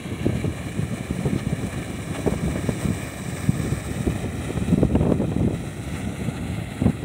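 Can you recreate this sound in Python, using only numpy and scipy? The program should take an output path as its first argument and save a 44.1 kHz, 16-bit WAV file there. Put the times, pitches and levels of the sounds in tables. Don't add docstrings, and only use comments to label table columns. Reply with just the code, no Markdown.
import sys
import numpy as np
from scipy import signal
from scipy.fft import rfft, irfft
from scipy.io import wavfile

SR = 44100
rng = np.random.default_rng(int(sys.argv[2]) if len(sys.argv) > 2 else 0)


def wav_out(sig):
    wavfile.write(sys.argv[1], SR, np.round(np.clip(np.atleast_2d(sig).T, -1, 1) * 32767).astype(np.int16))


N = 310464

# peak time in seconds, peak in dB, pitch in Hz, rough edge in dB relative to the peak.
EDDIES = [(0.257, -16, 173, -15), (0.266, -5, 294, -41), (0.354, -13, 138, -18), (0.792, -14.5, 157, -32),
          (0.832, -15, 114, -27), (1.109, -9.5, 196, -26), (1.19, -13, 167, -28), (1.257, -11, 185, -13),
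          (1.333, -8.5, 168, -27), (1.361, -9.5, 207, -24), (1.469, -10, 165, -36), (1.529, -9, 124, -43),
          (2.265, -18, 260, -4), (2.277, -5.5, 330, -13.5), (2.323, -12.5, 123, -14),
          (2.34, -19.5, 298, -4), (2.459, -14.5, 134, -17), (2.481, -17, 302, -15),
          (2.559, -14.5, 171, -6.5), (2.692, -10.5, 192, -12.5), (2.855, -8.5, 174, -40),
          (2.887, -10.5, 185, -34), (2.906, -10, 148, -25), (3.493, -5, 160, -32), (3.721, -14.5, 161, -33),
          (4.007, -14, 170, -28), (4.078, -6, 226, -31), (4.507, -11.5, 257, -15), (4.574, -12, 130, -10.5),
          (4.728, -5.5, 176, -19.5), (4.74, -4.5, 194, -35), (4.779, -6.5, 224, -28),
          (4.832, 1.5, 320, -18), (4.851, -3, 150, -24), (4.955, 1, 212, -10.5), (5.011, -2, 190, -12.5),
          (5.031, -12.5, 250, -3.5), (5.07, -3.5, 179, -14), (5.055, -5, 229, -11.5),
          (5.101, -6.5, 240, -9), (5.122, -0.5, 224, -11), (5.201, -5.5, 181, -14), (5.219, -4.5, 180, -13),
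          (5.245, -13, 200, -7), (5.32, -12.5, 162, -6), (5.365, -5.5, 215, -18.5), (5.409, -10, 223, -19),
          (5.45, -3.5, 201, -55), (5.477, -7.5, 282, -13.5), (5.509, -10.5, 285, -18),
          (6.074, -15, 164, -23), (6.286, -13, 148, -18), (6.72, -20, 174, -33), (6.821, -7.5, 229, -20),
          (6.858, -6.5, 200, -17), (6.865, -5, 208, -13.5), (6.882, -13, 190, -17), (6.897, -5, 166, -27)]


def from_db(db):
    return 10 ** (np.asarray(db) / 20)


def rms_one(x):
    return x / np.sqrt(np.mean(x ** 2) + 1e-20)


def rms_one_above(x, hz):
    high = signal.sosfilt(signal.butter(4, hz, "high", fs=SR, output="sos"), x)
    return x / np.sqrt(np.mean(high ** 2))


def in_time(rows):
    s, *columns = np.transpose(rows)
    return [np.interp(np.arange(N) / SR, s, c) for c in columns]


def at_hz(points, hz):
    points_hz, points_db = np.array(points).T
    return np.interp(np.log(hz + 1), np.log(points_hz), points_db)


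def drift(rate_hz):
    r = np.exp(-2 * np.pi * rate_hz / SR)
    slow = signal.lfilter([1], [1, -2 * r, r * r], rng.standard_normal(N + SR))
    return rms_one(slow[SR:])


def coloured(x, spectrum):
    hz = np.fft.rfftfreq(len(x), 1 / SR)
    return irfft(rfft(x) * from_db(at_hz(spectrum, hz)), len(x))


def wake():
    level_db, rise_s, fall_s = -15, 0.01, 0.013
    t = np.arange(N // 32 + 1) * 32 / SR
    power = np.zeros(len(t))
    for s, peak_db, *_ in EDDIES:
        power += from_db(peak_db + level_db) ** 2 * np.exp(-np.abs(t - s) / np.where(t < s, rise_s, fall_s))
    return np.interp(np.arange(N) / SR, t, power)


def wind():
    # time in seconds, rumble level in dB before wake and drift.
    gusts = [(0, -30), (.35, -28), (1.0, -31.5), (1.35, -29), (1.75, -30.5), (2.7, -27), (3.2, -33.5),
             (3.7, -26), (3.9, -30), (4.45, -28), (4.7, -24), (5.35, -20), (5.85, -30), (6.25, -29),
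             (6.6, -31.5), (7.04, -26)]
    # frequency in Hz, relative density in dB per Hz.
    rumble_colour = [(12, -42), (20, -23), (70, 0.5), (141, 1), (185, 0), (238, -5.5), (269, -4.5),
                     (500, -21.5), (650, -99), (1100, -120)]
    flutter_colour = [(180, -77), (300, 6.5), (667, -6), (1910, -42), (2230, -60), (2550, -60), (3000, -51),
                      (3900, -59), (6600, -120)]
    gust_power = from_db(in_time(gusts)[0]) ** 2
    rumble_db = 10 * np.log10(gust_power + wake()) + 2.68 * drift(21)
    flutter_db = -36.5 + 1.34 * (rumble_db + 22) + 4 * drift(33)
    rumble = rms_one(coloured(rng.standard_normal(N), rumble_colour))
    flutter = rms_one(coloured(rng.standard_normal(N), flutter_colour))
    return from_db(rumble_db) * rumble + from_db(flutter_db) * flutter


def thumps():
    # frequency in Hz, relative density in dB per Hz.
    edge_colour = [(150, -44), (400, 7.5), (800, -5.5), (1500, -21.5), (3000, -39), (5000, -76)]
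    bell_rise_cycles, bell_fall_cycles = 0.21, 0.47
    puff_rise_s, puff_fall_s = 0.0016, 0.0083
    front_db, front_growth, front_s = -26.5, 1.7, 0.0026
    out = np.zeros(N)
    phases = rng.uniform(0, 2 * np.pi, len(EDDIES))
    rough = rms_one(coloured(rng.standard_normal(N), edge_colour))
    bright_band = signal.butter(4, [900, 3000], "band", fs=SR, output="sos")
    bright = rms_one(signal.sosfilt(bright_band, rng.standard_normal(N)))
    for (s, peak_db, pitch_hz, edge_db), phase in zip(EDDIES, phases):
        at = int(s * SR) + np.arange(-SR // 20, SR // 20)
        t = at / SR - s
        bell_cycles = np.where(t < 0, bell_rise_cycles, bell_fall_cycles)
        bell = np.exp(-0.5 * (t * pitch_hz / bell_cycles) ** 2)
        pulse = bell * np.cos(2 * np.pi * pitch_hz * t + phase)
        puff = np.exp(-np.abs(t + 0.0015) / np.where(t < -0.002, puff_rise_s, puff_fall_s))
        out[at] += from_db(peak_db) * (pulse + from_db(edge_db) * puff * rough[at])
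        front_gain = from_db(front_db + front_growth * (peak_db + edge_db + 8))
        out[at] += front_gain * np.exp(-0.5 * (t / front_s) ** 2) * bright[at]
    return out


def spray(per_s, spread_db):
    sizes = from_db(spread_db * np.minimum(rng.exponential(1, N), 5)) * rng.standard_normal(N)
    return rms_one(sizes * (rng.random(N) < per_s / SR))


def turning_colour(turn, hz, when):
    # frequency in Hz, relative density in dB per Hz at turn 0, at turn 1, at turn 2.
    water_colours = np.array([(505, 1.5, 3, -5), (1160, -5, -5.5, -8.5), (2050, -3, -3, -4),
                              (3120, -4.5, -11, -20), (3960, -10.5, -10.5, -10.5), (4130, -10, -17.5, -26),
                              (4800, -27.5, -23, -9.5), (5830, -19.5, -13.5, -10.5),
                              (6600, -15.5, -17.5, -20), (8300, -16, -8.5, 1.5), (10260, -12.5, -15, -39),
                              (11100, -16.5, -25.5, -8), (12300, -23, -25.5, -18), (13700, -28, -23, -20),
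                              (16100, -25, -20, -10)])
    # centre in Hz, half-width in Hz, lift in dB.
    capsule_humps = [(750, 150, 3), (2320, 180, 4), (3950, 200, 4)]
    # time in seconds, centre in Hz, half-width in Hz, depth in dB (negative lifts).
    hollow_path = [(0, 3500, 400, 2), (5.9, 3300, 350, -0.5), (6.0, 3750, 350, 6), (6.09, 5030, 450, 7),
                   (6.6, 6030, 800, 7), (7.04, 5900, 800, 6)]
    colours = np.array([at_hz(water_colours[:, [0, column]], hz) for column in (1, 2, 3)])
    now = np.clip(turn[when], 0, 2)
    weights = np.maximum(0, 1 - np.abs(now - np.arange(3)[:, None]))
    humps_db = sum(db * np.exp(-((hz - top_hz) / width) ** 2) for top_hz, width, db in capsule_humps)
    centre, width, depth_db = (c[when] for c in in_time(hollow_path))
    hollow = np.exp(-((hz[:, None] - centre) / width) ** 2)
    twin = np.exp(-((hz[:, None] - 3.1 * centre) / (2.5 * width)) ** 2)
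    gain = from_db(colours.T @ weights + humps_db[:, None] - depth_db * (hollow + twin))
    return gain / np.sqrt(np.mean(gain[hz > 1800] ** 2, axis=0))


def splash_lift_db(hz, s, when):
    # time in seconds, lift in dB (negative dips), centre of the region in Hz.
    slugs = [(.728, 4, 4000), (.955, -1, 2300), (1.395, 5.5, 2210), (2.154, 5.5, 2000), (3.374, 3, 3520),
             (5.84, 5, 8000), (5.955, 5, 2290), (6.296, 2.5, 2300), (6.375, 4.5, 2280)]
    log_hz = np.log(hz + 1)[:, None]
    centres = np.log(np.geomspace(700, 14000, 7))
    share = np.exp(-((log_hz - centres) / 0.25) ** 2)
    patches = np.array([drift(27)[when] for _ in centres])
    slugs_db = 0
    for at, db, centre_hz in slugs:
        region = ((log_hz - np.log(centre_hz)) / 1.3) ** 2
        moment = ((s - at) / 0.013) ** 2
        slugs_db = slugs_db + db * np.exp(-region - moment)
    return 1.1 * share @ patches + slugs_db


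def water():
    # time in seconds, level in dB before the surges.
    rush_level = [(0, -44), (1.1, -43), (3.4, -40.5), (4.5, -43), (5.8, -44), (7.04, -44.5)]
    # time in seconds, turn from 0 to 2, extra path of the reflection in ms.
    mic_turn = [(0, 0.1, 1.8), (.8, .75, 1.69), (2, 0.99, 1.72), (3.5, 1.38, 1.69), (4.5, 0.88, 1.57),
                (5.3, 0.71, 1.56), (5.9, .85, 1.48), (6.6, .4, 1.47), (7.04, .65, 1.5)]
    # frequency in Hz, level in dB relative to the direct sound.
    reflection_colour = [(300, -16), (1450, -4.5), (2050, -8.5), (2650, -6.5), (3700, -12.5), (4400, -14),
                         (5600, -24), (7000, -50)]
    frame = 512
    turn, extra_ms = in_time(mic_turn)
    source = rng.standard_normal(N) + from_db(0.5) * spray(per_s=12000, spread_db=1.8)
    hz, s, frames = signal.stft(source, SR, nperseg=frame)
    when = np.minimum((s * SR).astype(int), N - 1)
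    frames = frames * turning_colour(turn, hz, when) * from_db(splash_lift_db(hz, s, when))
    direct = signal.istft(frames, SR, nperseg=frame)[1][:N]
    reflected = coloured(direct, reflection_colour)
    late = np.interp(np.arange(N) - extra_ms * SR / 1000, np.arange(N), reflected)
    surge_db = 0.85 * drift(9.5) + 0.5 * drift(30)
    return from_db(in_time(rush_level)[0] + surge_db) * rms_one_above(direct + late, 2366)


def gain_control(x):
    listen_s, threshold_db = 0.13, -21
    squeeze, recovery_db_per_s = 0.68, 7
    r = np.exp(-1 / (listen_s * SR))
    level_db = 10 * np.log10(signal.lfilter([1 - r], [1, -r], x ** 2) + 1e-12)
    wanted_db = squeeze * np.maximum(level_db - threshold_db, 0)
    ramp = recovery_db_per_s * np.arange(N) / SR
    cut_db = np.maximum.accumulate(wanted_db + ramp, axis=-1) - ramp
    return x * from_db(-cut_db)


def scene():
    return (wind() + thumps() + water())[None]


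def record(dry):
    bass_cut = signal.butter(3, 55, "high", fs=SR, output="sos")
    x = gain_control(signal.sosfilt(bass_cut, dry))
    rounded = 0.9 * np.tanh(x / 0.9)
    top_cut = signal.ellip(12, 0.5, 80, 15720, fs=SR, output="sos")
    return signal.sosfilt(top_cut, rounded)


dry = scene()
out = record(dry)
wav_out(out)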